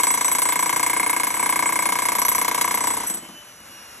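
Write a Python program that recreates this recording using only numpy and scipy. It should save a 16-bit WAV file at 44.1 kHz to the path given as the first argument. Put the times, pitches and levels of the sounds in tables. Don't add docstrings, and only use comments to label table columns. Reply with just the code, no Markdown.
import sys
import numpy as np
from scipy import signal
from scipy.fft import rfft, irfft, next_fast_len
from scipy.io import wavfile
from scipy.ndimage import uniform_filter1d

SR = 44100
rng = np.random.default_rng(int(sys.argv[2]) if len(sys.argv) > 2 else 0)


def int16_out(signal):
    q = np.round(np.clip(np.atleast_2d(signal).T, -1, 1) * 32767)
    wavfile.write(sys.argv[1], SR, q.astype(np.int16))


def gain_from_db(level_db):
    decades = np.asarray(level_db, float) / 20
    return 10 ** decades


N = 176400


def read(points, hz):
    f, v = np.transpose(points)
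    return np.interp(np.log(hz + 1), np.log(f + 1), v)


def colour(x, gain):
    size = next_fast_len(N + 4096)
    return irfft(rfft(x, size) * gain(np.fft.rfftfreq(size, 1 / SR)), size)[..., :N]


def noise(points):
    x = colour(rng.standard_normal(N), lambda hz: gain_from_db(read(points, hz)))
    return x / x.std()


def held(at, values):
    t = (np.arange(N + 200) - 200) / SR
    latest = np.searchsorted(at, t, "right") - 1
    return values[np.clip(latest, 0, None)]


def ring(at, size, shape, shift_hz=None):
    lead = 200
    train, turn = np.zeros(N + lead, complex), np.ones(N + lead)
    if shift_hz is not None:
        turn = np.exp(2j * np.pi * np.cumsum(shift_hz) / SR)
    index = np.round(at * SR).astype(int) + lead
    np.add.at(train, np.clip(index, 0, N + lead - 1), size)
    rung = signal.oaconvolve(train / turn, shape)[:N + lead] * turn
    return rung[lead:].real


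# time in seconds, stroke number.
STROKE_TIMES = [(-.0015, 0), (.2807, 8), (.4884, 14), (.5916, 17), (.8635, 25), (.9314, 27), (1.0955, 32),
                (1.1983, 35), (1.3039, 38), (1.341, 39), (1.395, 41), (1.4921, 44), (1.7568, 52),
                (1.8562, 55), (2.6769, 80), (3.066, 92)]
# time in seconds, slab blow in dB, steel ring in dB, looseness from about -1 to 1.
CHISEL_BEARING = [(0, -0.5, 7, -0.061), (.25, -4, 5.5, 0.29), (.5, -1, 4.5, -0.49), (.8, -1.5, 4, -0.061),
                  (1, 0, 2, -1.24), (1.25, -2, 1.5, -0.58), (1.34, -6.5, 2.5, -0.44), (1.43, -1, 2, -0.73),
                  (1.8, -0.5, 1.5, -0.73), (2.05, -1, 1.5, -0.15), (2.25, -3.5, 1, 0.91),
                  (2.5, -1.5, 0.5, 0.22), (2.65, -2, 1.5, 0.44), (2.85, -2.5, 1, 0.17),
                  (2.97, -6, 2, -0.42), (3.039, -11, -4, 0.11), (3.07, -35, 4, -0.23)]
# start in seconds, thud in dB, steel ring in dB, dullness from 0 to 1.
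RUBBLE_KNOCKS = [
    (3.083, -21, -1, 0.6),
    (3.0997, -6, -1.5, 0.52),
    (3.1395, -11.5, -2.5, 0.7),
    (3.171, -13, -8.5, 0.93),
    (3.224, -14.5, -33, 0.84),
    (3.248, -22.5, -22, 0.23),
    (3.287, -13.5, -35, 0.81),
    (3.34, -22, -41, 0.87),
    (3.601, -24, -30, 0.64),
]


def blows():
    s, number = np.transpose(STROKE_TIMES)
    at = np.interp(np.arange(number[-1] + 1), number, s)
    bearing_s, *bearing = np.transpose(CHISEL_BEARING)
    slab_db, steel_db, loose = [np.interp(at, bearing_s, column) for column in bearing]
    knock_s, thud_db, clink_db, dull = np.transpose(RUBBLE_KNOCKS)
    return (np.r_[at, knock_s], np.r_[slab_db, thud_db], np.r_[steel_db, clink_db],
            np.r_[loose, 0 * knock_s], np.r_[0 * at, dull])


# time in seconds, crack in dB,
# rebound ring in dB.
BLOW_CRACKS = [(0.0343, -18.5, -29), (0.0702, -24, -31), (0.1052, -23, -25), (0.1406, -21, -25),
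               (0.175, -23, -32), (0.2099, -20, -29), (0.2458, -20, -29), (0.2813, -20.5, -23.5),
               (0.3147, -22, -18.5), (0.3496, -16.5, -27), (0.384, -22, -22), (0.4194, -19.5, -19.5),
               (0.4534, -22, -26), (0.4878, -18.5, -37), (0.5227, -22, -29), (0.5586, -22, -32),
               (0.5931, -21.5, -26), (0.626, -23, -25), (0.6594, -23, -31), (0.6933, -21.5, -26),
               (0.7617, -24, -25), (0.7951, -23, -30), (0.8325, -18.5, -27), (0.8629, -19, -24),
               (0.8979, -20.5, -25), (1.0969, -24, -23.5), (1.2341, -20, -22), (1.2675, -17.5, -26),
               (1.4262, -26, -27), (1.4935, -24, -22), (1.5923, -24, -27), (1.6247, -25, -35),
               (1.6571, -24, -27), (1.8253, -21, -32), (1.8572, -22.5, -24), (1.9235, -18, -25),
               (1.9879, -19, -33), (2.0522, -18, -21), (2.0862, -21.5, -27), (2.1191, -21, -22),
               (2.1515, -20, -22), (2.1859, -20, -20), (2.2179, -18, -24), (2.2513, -21, -20),
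               (2.2847, -19, -19), (2.3161, -21, -19.5), (2.3496, -21, -20), (2.382, -22, -21),
               (2.4154, -19.5, -19), (2.4478, -20, -28), (2.4818, -19, -25), (2.5137, -21, -31),
               (2.5476, -18, -28), (2.6125, -13, -16), (2.7092, -23.5, -23), (2.7422, -20, -20),
               (2.7751, -20.5, -24), (2.8075, -25, -34), (2.8394, -20.5, -33), (2.8709, -20, -23)]


def hardness(at):
    soft, usual = [[-24], [-27]], [[-21], [-24.5]]
    share = [[0.82], [0.98]]
    s, crack_db, ring_db = np.transpose(BLOW_CRACKS)
    out = np.tile(soft, len(at)) * 1.
    nearest = abs(s[:, None] - at).argmin(1)
    out[:, nearest] = crack_db, ring_db
    return (out - usual) * share * (at < RUBBLE_KNOCKS[0][0])


# pitch in Hz, level in dB, time to fade by 60 dB in seconds, full swing after ms,
# dB gained per unit of looseness.
SLAB_MODES = [(180.2, -44.5, 0.17, 2.5, 1), (219.2, -41, 0.13, 6, 0.5), (282, -37, 0.1, 6.35, -1),
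              (328.5, -37, 0.17, 7.47, -0.5), (470.7, -30, 0.049, 1.94, 2), (688.5, -37, 0.066, 7.08, 5),
              (985, -17, 0.052, 5.16, 1), (1109, -21, 0.032, 5.09, 2), (1227, -41.5, 0.038, 5, 3),
              (1598, -28.5, 0.073, 1.52, -1), (1740, -44, 0.037, 1.09, -9), (2100, -22, 0.018, 1.04, 4.5),
              (2121, -26, 0.09, 1.01, -3), (2221, -23.5, 0.069, 0.986, -3)]


def slab(at, db, loose, dull):
    detune, scatter_db, phase_scatter = .005, .8, .08
    split_s, split_len_s, tilt_db, sag = 2.675, 0.3, -4, 0.031
    t, out = np.arange(8000) / SR, 0
    luck = rng.standard_normal((len(at), len(SLAB_MODES), 3))
    split = np.clip((at - split_s) / split_len_s, 0, 1) * (dull == 0)
    for k, (hz, mode_db, t60, full_ms, per_db) in enumerate(SLAB_MODES):
        u = t - full_ms / 1000
        swell = np.minimum(1 + u / (full_ms / 1000), 1) ** 2
        shape = swell * gain_from_db(-60 * np.maximum(u, 0) / t60) * np.exp(2j * np.pi * hz * u)
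        size_db = db + mode_db + per_db * loose + scatter_db * luck[:, k, 0]
        size_db = size_db + dull * (-31.0 - mode_db - 3.2 * np.log2(hz / 500))
        size_db = size_db + split * tilt_db * np.log2(max(hz, 600) / 900)
        phase = (phase_scatter * hz / 500 + 3 * dull) * luck[:, k, 1]
        shift_hz = hz * (detune * luck[:, k, 2] - sag * split)
        out = out + ring(at, gain_from_db(size_db) * np.exp(1j * phase), shape, held(at, shift_hz))
    return out


# pitch in Hz, level in dB.
GROUND_SPECTRUM = [(50, -15), (150, -8), (400, -8.5), (800, 8.5), (1500, -6), (2400, -6), (3200, -11.5)]


def body(at, db):
    t = np.arange(8000) / SR
    onset = np.minimum(t / 0.00037, 1)
    return ring(at, gain_from_db(db), noise(GROUND_SPECTRUM)[:8000] * onset * gain_from_db(-32.5 - 60 * t / 0.14))


# pitch in Hz, level in dB, time to fade by 60 dB in seconds, dB per unit of looseness.
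STEEL_MODES = [(5980, -32, 0.051, 11), (6600, -67, 0.039, 20), (7795, -33, .07, 0), (7860, -26.5, .2, 0),
               (8370, -33, .08, 0), (9900, -30.5, 0.026, -7), (10430, -33, 0.033, -3),
               (10760, -40, 0.026, -9), (11440, -37.5, 0.067, 1.5), (11310, -37.5, 0.03, 10.5)]


def steel(at, db, loose, ring_db):
    chatter_per_s, chatter_db, chatter_t60 = 950, -12.5, 0.078
    rebound_ms, rebound_hz, rebound_db = 6.6, 9500, 8
    detune, scatter_db = .005, 2.2
    t, out = np.arange(9000) / SR, 0
    when = rng.random(round(chatter_per_s * N / SR)) * N / SR
    luck = rng.standard_normal((len(at), len(STEEL_MODES), 4))
    chatter_fade = gain_from_db(chatter_db - 60 * t / chatter_t60)
    for k, (hz, mode_db, t60, per_db) in enumerate(STEEL_MODES):
        top = hz > rebound_hz
        size = gain_from_db(db + mode_db + per_db * loose + top * ring_db + scatter_db * luck[:, k, 0])
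        hit = size * np.exp(3j * luck[:, k, 1])
        bounce = top * gain_from_db(rebound_db) * size * np.exp(3j * luck[:, k, 2])
        chatter = ring(at, size, chatter_fade)[(when * SR).astype(int)]
        chatter = chatter * np.exp(2j * np.pi * rng.random(len(when)))
        times = np.r_[at, at + rebound_ms / 1000, when]
        shape = gain_from_db(-60 * t / t60) * np.exp(2j * np.pi * hz * t)
        shift_hz = held(at, detune * hz * luck[:, k, 3])
        out = out + ring(times, np.r_[hit, bounce, chatter], shape, shift_hz)
    return out


# pitch in Hz, level in dB.
CRACK_SPECTRUM = [(500, -24.5), (1500, -2.5), (2300, -12.5), (3000, -3), (5500, -6), (8500, 3),
                  (11400, 3.5), (13000, -7)]


def crack(at, db):
    snap_db, snap_t60, grit_db, grit_t60, uneven_db = -20, 0.043, -26.5, 0.062, 4
    t = np.arange(6000) / SR
    luck = np.clip(rng.standard_normal((len(at), 2)), -1.5, 2)
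    snap = ring(at, gain_from_db(db + 1.3 * luck[:, 0]), gain_from_db(snap_db - 60 * t / snap_t60))
    grit = ring(at, gain_from_db(db + 1.9 * luck[:, 1]), gain_from_db(grit_db - 60 * t / grit_t60))
    bumps = np.sqrt(40) * uniform_filter1d(rng.standard_normal(N), size=40)
    grains = gain_from_db(uneven_db * bumps - 2.0)
    return (snap + grit * grains) * noise(CRACK_SPECTRUM)


def wall_echo(bright):
    smear_ms = 1.64
    t_ms, ribs = np.arange(1000) / SR * 1000, rng.standard_normal(1000)
    wall = 0
    for late_ms, db in [(5.9, -5), (12.5, -12)]:
        wall = wall + gain_from_db(db) * np.exp(-abs(t_ms - late_ms) / smear_ms) * (t_ms > late_ms)
    return signal.oaconvolve(bright, wall * ribs / np.sqrt(smear_ms * SR / 2000))[:N]


# time in seconds, whine pitch in Hz, whine in dB, octave above in dB, air rush in dB.
MOTOR_COURSE = [(0, 2997, -75, -7, -32.5), (3.05, 2967, -72, -8, -32.5), (3.2, 3000, -59, -6, -43),
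                (3.25, 3030, -46.5, -17, -43), (3.301, 3033, -55.5, -3, -43.5),
                (3.38, 3000, -45.5, -10, -45), (3.45, 2975, -60, -4, -44.5), (3.5, 2968, -55, -1, -44.5),
                (3.549, 2946, -66, 11, -45.5), (3.62, 2900, -56, -1, -46), (3.67, 2890, -60, 0, -42.5),
                (3.753, 2860, -53, 1, -43), (4, 2782, -57, -1, -42.5)]
# multiple of the whine pitch, level in dB.
WHINE_TONES = [(.2, -10), (.9, -9), (1, -1), (2, -1), (4, -22)]
# pitch in Hz, level in dB.
AIR_SPECTRUM = [(40, -9), (200, 1.5), (500, -1.5), (1500, 2.5), (3000, -4), (8000, -5.5), (11500, 3),
                (13500, -60)]


def motor():
    t = np.arange(N) / SR
    course_s, *course = np.transpose(MOTOR_COURSE)
    hz, whine_db, octave_db, air_db = [np.interp(t, course_s, column) for column in course]
    out = gain_from_db(air_db) * noise(AIR_SPECTRUM)
    for k, db in WHINE_TONES:
        flutter = uniform_filter1d(rng.standard_normal((2, N)), 1500, axis=1) * np.sqrt(1500)
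        turns = np.cumsum(k * hz * (1 + .0008 * flutter[0])) / SR
        tone_db = whine_db + db + (k == 2) * octave_db + 5.0 + 1.5 * flutter[1]
        out = out + gain_from_db(tone_db) * np.sin(2 * np.pi * turns)
    return out


# pitch in Hz, level in dB.
WIND_SPECTRUM = [(20, -5), (60, -3), (130, -5), (250, -7), (500, -40)]


def wind():
    apart = 0.28 * np.array([noise(WIND_SPECTRUM), noise(WIND_SPECTRUM)])
    return gain_from_db(-60.5) * (noise(WIND_SPECTRUM) + apart)


# pitch in Hz, left minus right in dB.
BLOW_BALANCE = [(100, .4), (270, 2), (450, 2.5), (800, 9), (1150, 9), (1700, 0), (2300, -2), (5500, 0)]
# pitch in Hz, left minus right in dB.
MOTOR_BALANCE = [(60, .5), (290, 2), (640, 5.5), (1100, 4), (1800, 0)]
# pitch in Hz, lead in radians.
LEFT_LEAD = [(1900, .17), (4300, 2), (4850, 3.14), (5500, 5.6), (6800, 6.8), (8500, 9.1), (9500, 9.5),
             (12500, 11.8)]


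def ports(x, balance):
    yard_db, yard_t60, yard_hz = -20, .13, [350, 5840]
    side = np.array([[.5], [-.5]])
    f, lead = np.transpose(LEFT_LEAD)
    near = colour(x[None], lambda hz: gain_from_db(side * read(balance, hz))
                  * np.exp(1j * side * np.interp(hz, f, lead)))
    t = np.arange(12000) / SR
    tail = rng.standard_normal((2, 12000)) * gain_from_db(-60 * t / yard_t60) * (t > .008)
    tail = signal.lfilter(*signal.butter(2, yard_hz, "band", fs=SR), tail)
    scatter = signal.fftconvolve(x[None], tail / np.linalg.norm(tail[0]), axes=1)[:, :N]
    return near + gain_from_db(yard_db) * scatter


def scene():
    at, slab_db, steel_db, loose, dull = blows()
    luck = .7 * rng.standard_normal(len(at))
    crack_db, ring_db = hardness(at)
    snap_db = 1.03 * slab_db + 0.36 * steel_db + crack_db + 1.2 * loose
    bright = steel(at, steel_db + luck, loose, ring_db) + crack(at, snap_db)
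    low = slab(at, slab_db + luck, loose, dull) + body(at, slab_db + luck)
    breaker = low + bright + wall_echo(bright)
    return ports(breaker, BLOW_BALANCE) + ports(motor(), MOTOR_BALANCE) + wind()


# pitch in Hz, level in dB.
MIC_RESPONSE = [(25, -19), (55, -1), (11900, 0), (12500, -15), (13650, -30), (14300, -22), (14850, -5),
                (15600, -32)]


def microphone(x):
    return colour(x, lambda hz: gain_from_db(read(MIC_RESPONSE, hz)))


# from Hz, to Hz, percent of patches muted in the sum of both ports.
MUTED_BANDS = [
    (4550, 5150, 22),
    (8500, 9700, 52),
    (12000, 16500, 84),
]


def gate(x):
    follows, wander_db = .8, 9
    turn = np.array([[1, 1], [1, -1]])
    hz, _, z = signal.stft(turn @ x / 2, SR, nperseg=1024)
    power = uniform_filter1d(abs(z) ** 2, size=9, axis=1)
    power = uniform_filter1d(power, size=3, axis=2)
    wander = uniform_filter1d(rng.standard_normal(z.shape[2]), size=4) * 2
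    loudness = uniform_filter1d(power.sum((0, 1)), size=9)
    power = power / (loudness ** follows * gain_from_db(wander_db * wander))
    shut = 0
    for lo, hi, share in MUTED_BANDS:
        band = (hz > lo) & (hz < hi)
        faint = power < np.percentile(power[0, band], share)
        shut = shut + (band[:, None] & faint)
    return turn @ signal.istft(z * (1 - shut), SR, nperseg=1024)[1][:, :N]


def low_pass(x):
    return signal.sosfilt(signal.butter(12, 16310, fs=SR, output="sos"), x)


def record(dry):
    mix = gate(microphone(dry))
    return low_pass(mix)


dry = scene()
out = record(dry)
int16_out(out)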